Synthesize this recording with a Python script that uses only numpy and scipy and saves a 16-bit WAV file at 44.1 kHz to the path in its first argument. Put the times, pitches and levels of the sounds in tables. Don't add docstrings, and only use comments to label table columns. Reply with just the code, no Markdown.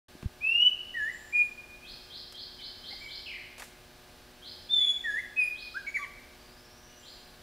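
import sys
import numpy as np
from scipy import signal
from scipy.fft import rfft, irfft
from scipy.io import wavfile
from scipy.ndimage import uniform_filter1d

SR = 44100
rng = np.random.default_rng(int(sys.argv[2]) if len(sys.argv) > 2 else 0)


def int16_out(signal):
    q = np.round(np.clip(np.atleast_2d(signal).T, -1, 1) * 32767)
    wavfile.write(sys.argv[1], SR, q.astype(np.int16))


N = 327222
TIME = np.arange(N) / SR
TOP_HZ = 15600

# start and length in seconds, first, middle and last pitch in Hz,
# level in dB, attack in seconds, overtone trim in dB.
WHISTLES = [ (.405, .287, 2500, 2790, 3010, -23.3, .095, -2),
            (.938, .172, 2110, 1705, 2080, -32.5, .018, -2), (1.322, .108, 2440, 2440, 2432, -24, .04, -3),
            (4.688, .226, 3690, 3485, 3400, -24.3, .05, 1), (5.036, .168, 2080, 1660, 2190, -31.5, .02, 1),
            (5.359, .12, 2650, 2475, 2470, -24, .035, 2), (5.738, .052, 1230, 1530, 1660, -32.5, .036, -2),
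            (5.863, .034, 2170, 2280, 1950, -34.5, .01, 6), (5.939, .042, 2180, 2260, 1600, -28, .014, 6)]
SCOOP_DEPTH, SCOOP_SHARE = .1, .065
# frequency in Hz, gain in dB.
OVERTONE_EQ = [(2600, -21.5), (3500, -35), (5000, -34.5), (5900, -36.5), (6900, -30), (7600, -47.5),
               (8700, -48), (9900, -31.5), (11300, -44), (12300, -41.5), (14500, -54.5)]
# frequency in Hz, gain in dB.
CHUCK_EQ = [(700, -21.5), (1100, -6.5), (1500, 11), (2250, 0), (2800, -5.5), (3400, -18), (4500, -28),
            (6800, -33), (9000, -34)]
# delay in seconds, gain in dB.
REFLECTIONS = [(.0071, -14), (0.0165, -9.5), (.073, -16), (.225, -26)]

# start in seconds, relative level in dB.
CHIRP_CUES = [(1.841, -51.5), (2.098, -48.5), (2.338, -48), (2.583, -48), (2.829, -47.5), (3.076, -47),
              (4.417, -50), (5.548, -51.5), (7.024, -55.5)]
# first, middle and last pitch in Hz.
CHIRP_SWEEP = (3240, 4520, 5380)
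# frequency in Hz, gain in dB.
CHIRP_EQ = [(2950, -2), (3200, .5), (3600, -2.5), (4250, 4), (4700, -1.5), (5300, -4.5)]
# start and length in seconds, first, middle and last pitch in Hz,
# relative level in dB, attack in seconds.
FAR_WHISTLES = [ (1.825, .05, 2360, 2540, 2560, -48, .01), (2.585, .05, 2550, 2250, 2000, -51, .035),
                (2.898, .048, 1850, 2130, 2200, -44.5, .02), (3.005, .08, 2190, 2280, 2020, -43.5, .015),
                (4.76, .13, 1790, 2200, 2680, -50, .06), (6.84, .2, 2970, 2880, 2800, -67, .08)]
HARSH_SLUR = (3.256, .14, 3120, 2450, 1900, -40, .007)
# start and length in seconds, relative level in dB.
BUZZ_CUES = [(1.115, .11, -57.5), (1.24, .22, -65), (2.975, .13, -65), (4.84, .19, -66), (6.985, .14, -63)]

# start in seconds, pitch in Hz, length in seconds,
# envelope peak in dB.
MIC_KNOCKS = [(.152, 260, 0.0073, -38.5), (0.2306, 170, 0.0053, -30), (0.244, 191, 0.016, -36),
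              (0.2576, 82, 0.016, -20.5), (2.927, 794, 0.023, -48.5)]
# start and decay time in seconds,
# crackle level and body level in dB.
CLICK_AND_CRUNCH_CUES = [(0.227, 0.0046, -66, -45), (2.324, 0.0069, -48.5, -50.5), (2.354, .005, -54, -64),
                         (2.605, .004, -56, -68), (3.581, 0.011, -47.5, -48), (3.596, 0.019, -46, -45.5),
                         (3.621, 0.0083, -47.5, -39), (3.635, 0.068, -54, -71)]
# harmonic number, level in dB.
HUM_HARMONICS = [(2, -69), (3, -66), (4, -74), (5, -69.5), (6, -70.5), (7, -72.5), (8, -76.5), (9, -76),
                 (10, -74), (12, -74.5), (13, -71), (14, -71)]
# frequency in Hz, relative level in dB.
AIR_EQ = [(15, -12), (25, 4), (136, -6), (215, -10.5), (233, -7), (331, -10.5), (359, -9.5), (389, -12.5),
          (482, -10.5), (804, -13.5), (945, -15.5), (2500, -15), (3400, -15.5), (4400, -15.5), (5730, -20),
          (6730, -24), (15500, -27)]
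# frequency in Hz, side level against mid in dB.
AIR_WIDTH = [(60, -23.5), (110, -18), (200, -19), (380, -18.5), (700, -15), (1290, -16.5), (2380, -33),
             (4400, -22.5), (8120, -3.5), (15000, -5)]


def songbird(hoarse_from_s=5.85, flutter_db_per_s=8):
    song = np.array(WHISTLES)
    phase, loudness = syrinx(song[:, :-1], release_s=.012, waver=.003, scoop=SCOOP_DEPTH)
    current_note = np.searchsorted(song[:, 0], TIME) - 1
    _, length, *_, trim_db = song[current_note].T
    loudness *= undb(flutter_db_per_s * length * drift(90))
    hz = np.gradient(phase) * SR / (2 * np.pi)
    rasp_radians = np.where(TIME > hoarse_from_s, .16, .035)
    phase += rasp_radians * drift(1000)
    overtones = sum(np.sin(k * phase) * (k * hz < TOP_HZ) for k in range(2, 7))
    overtones = equalise(loudness * undb(trim_db) * overtones, OVERTONE_EQ)
    scattered = scatter(overtones, t60=.2, build_s=.0095)
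    return loudness * np.sin(phase) + undb(-7) * overtones + undb(-1.5) * scattered


def chuck(start_s=5.985, length_s=.075, pitch_hz=1155, sag_hz=440):
    t = TIME - start_s
    hz = pitch_hz - sag_hz * np.clip(t / length_s, 0, 1) ** 6
    hz *= 1 + .012 * drift(400)
    phase = 2 * np.pi * np.cumsum(hz) / SR
    loudness = np.sqrt(2) * undb(-41) * envelope(t, length_s, attack_s=.012, release_s=.02)
    harmonics = sum(np.sin(k * phase) for k in range(1, 8))
    return equalise(loudness * harmonics, CHUCK_EQ)


def syrinx(notes, release_s, waver, scoop=0, hold_s=0):
    phase, loudness = np.zeros((2, N))
    wobble = 1 + waver * drift(250)
    for start, length, first, middle, last, db, attack_s in notes:
        now = slice(*np.searchsorted(TIME, [start, start + length]))
        t = TIME[now] - start
        progress = np.maximum(t - hold_s, 0) / (length - hold_s)
        parabola = np.polyfit([0, .5, 1], [first, middle, last], 2)
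        flat_by = scoop * np.exp(-t / (SCOOP_SHARE * length))
        hz = np.polyval(parabola, progress) * (1 - flat_by)
        phase[now] = 2 * np.pi * np.cumsum(hz * wobble[now]) / SR
        loudness[now] = np.sqrt(2) * undb(db) * envelope(t, length, attack_s, release_s)
    return phase, loudness


def envelope(t, length, attack_s, release_s):
    attack = np.clip(t / attack_s, 0, 1)
    release = np.clip((length - t) / release_s, 0, 1)
    return attack * np.sin(release * np.pi / 2) ** 2


def garden(song):
    slaps = sum(undb(db) * np.pad(song, (int(delay * SR), 0))[:N] for delay, db in REFLECTIONS)
    leaves = scatter(song, t60=.3, build_s=.006)
    tail = scatter(song, t60=1, build_s=.012)
    return undb(-.4) * song + slaps + undb(-15) * leaves + undb(-11.5) * tail


def scatter(x, t60, build_s):
    t = TIME[:2 * SR]
    tail = rng.standard_normal(len(t)) * undb(-60 * t / t60) * (1 - np.exp(-t / build_s))
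    return signal.fftconvolve(x, tail / np.linalg.norm(tail))[:N]


def small_bird(length_s=.093, attack_s=.009):
    tunings = 1 + .008 * rng.standard_normal(len(CHIRP_CUES))
    notes = [(start, length_s, *(tuning * np.array(CHIRP_SWEEP)), db, attack_s)
             for (start, db), tuning in zip(CHIRP_CUES, tunings)]
    phase, loudness = syrinx(notes, release_s=.014, waver=.0152, scoop=SCOOP_DEPTH, hold_s=.017)
    chirps = equalise(loudness * np.sin(phase), CHIRP_EQ)
    return undb(-3) * chirps + undb(6) * scatter(chirps, t60=1, build_s=.008)


def distant_birds():
    voices = [syrinx(FAR_WHISTLES, release_s=.025, waver=.018),
              syrinx(pip_notes(), release_s=.015, waver=.028),
              syrinx(buzz_notes(), release_s=.05, waver=.02),
              syrinx([HARSH_SLUR], release_s=.04, waver=.07)]
    calls = sum(loudness * np.sin(phase) for phase, loudness in voices)
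    return undb(-3.5) * calls + undb(-2) * scatter(calls, t60=.95, build_s=.008)


def pip_notes(count=10, start_s=6.385, spacing_s=.063, length_s=.045, attack_s=.01, relative_db=-60):
    first_hz, top_hz, climb_s = 4680, 5900, .26
    offsets = spacing_s * np.arange(count)
    pitches = top_hz - (top_hz - first_hz) * np.exp(-(offsets / climb_s) ** 2)
    return [(start_s + offset, length_s, hz, hz, hz, relative_db, attack_s)
            for offset, hz in zip(offsets, pitches)]


def buzz_notes(first_hz=7350, sag_hz_per_s=1100, attack_s=.012):
    progress = np.array([0, .5, 1])
    return [(start, length, *(first_hz - sag_hz_per_s * length * progress), db, attack_s)
            for start, length, db in BUZZ_CUES]


def microphone_bumps():
    thumps = np.zeros(N)
    for start, hz, length, db in MIC_KNOCKS:
        t = np.maximum(TIME - start, 0)
        age = 5 * t / length
        thumps += undb(db) * age * np.exp(1 - age) * np.sin(2 * np.pi * hz * t)
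    return thumps


def click_and_crunches():
    spikes_db = 4 * np.minimum(rng.exponential(size=N), 4)
    crackle = unit_rms(bandpass(rng.standard_normal(N) * undb(spikes_db), 2000, 11000))
    body = unit_rms(bandpass(rng.standard_normal(N), 370, 2250))
    bursts = np.zeros(N)
    for start, decay, crackle_db, body_db in CLICK_AND_CRUNCH_CUES:
        fade = (TIME >= start) * np.exp(-np.abs(TIME - start) / decay)
        bursts += fade * (undb(crackle_db) * crackle + undb(body_db) * body)
    return bursts


def electric_hum(fundamental_hz=121.4, waver_db=.83):
    hz = fundamental_hz * (1 + .00083 * drift(2.47))
    phase = 2 * np.pi * np.cumsum(hz) / SR
    hum = np.zeros(N)
    for harmonic, db in HUM_HARMONICS:
        loudness = np.sqrt(2) * undb(db + waver_db * drift(1.7))
        hum += loudness * np.sin(harmonic * phase + rng.uniform(0, 2 * np.pi))
    return hum


def outdoor_air(mid_db=-55, waver_db=.5):
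    mid, side = (unit_rms(equalise(rng.standard_normal(N), AIR_EQ)) for _ in range(2))
    side = equalise(side, AIR_WIDTH)
    return undb(mid_db + waver_db * drift(4.6)) * np.array([mid + side, mid - side])


def undb(db):
    return 10 ** (np.asarray(db) / 20)


def unit_rms(x):
    return x / np.sqrt(np.mean(x ** 2))


def equalise(x, curve):
    hz, db = np.transpose(curve)
    bin_hz = np.maximum(np.arange(N // 2 + 1) * SR / N, 1)
    gain = undb(np.interp(np.log(bin_hz), np.log(hz), db))
    return irfft(rfft(x) * gain, N)


def bandpass(x, low_hz, high_hz):
    return signal.sosfilt(signal.butter(2, [low_hz, high_hz], "band", fs=SR, output="sos"), x)


def drift(rate_hz):
    window = max(int(SR / rate_hz), 2)
    return unit_rms(uniform_filter1d(uniform_filter1d(rng.standard_normal(N), window), window))


def scene():
    birds = garden(songbird() + chuck()) + small_bird() + distant_birds()
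    return birds + microphone_bumps() + click_and_crunches() + electric_hum() + outdoor_air()


def record(dry, open_s=.083):
    fade_in = np.clip((TIME - open_s) * 500, 0, 1)
    high_cut = signal.ellip(10, .2, 70, TOP_HZ, fs=SR, output="sos")
    return signal.sosfilt(high_cut, dry * fade_in)


dry = scene()
out = record(dry)
int16_out(out)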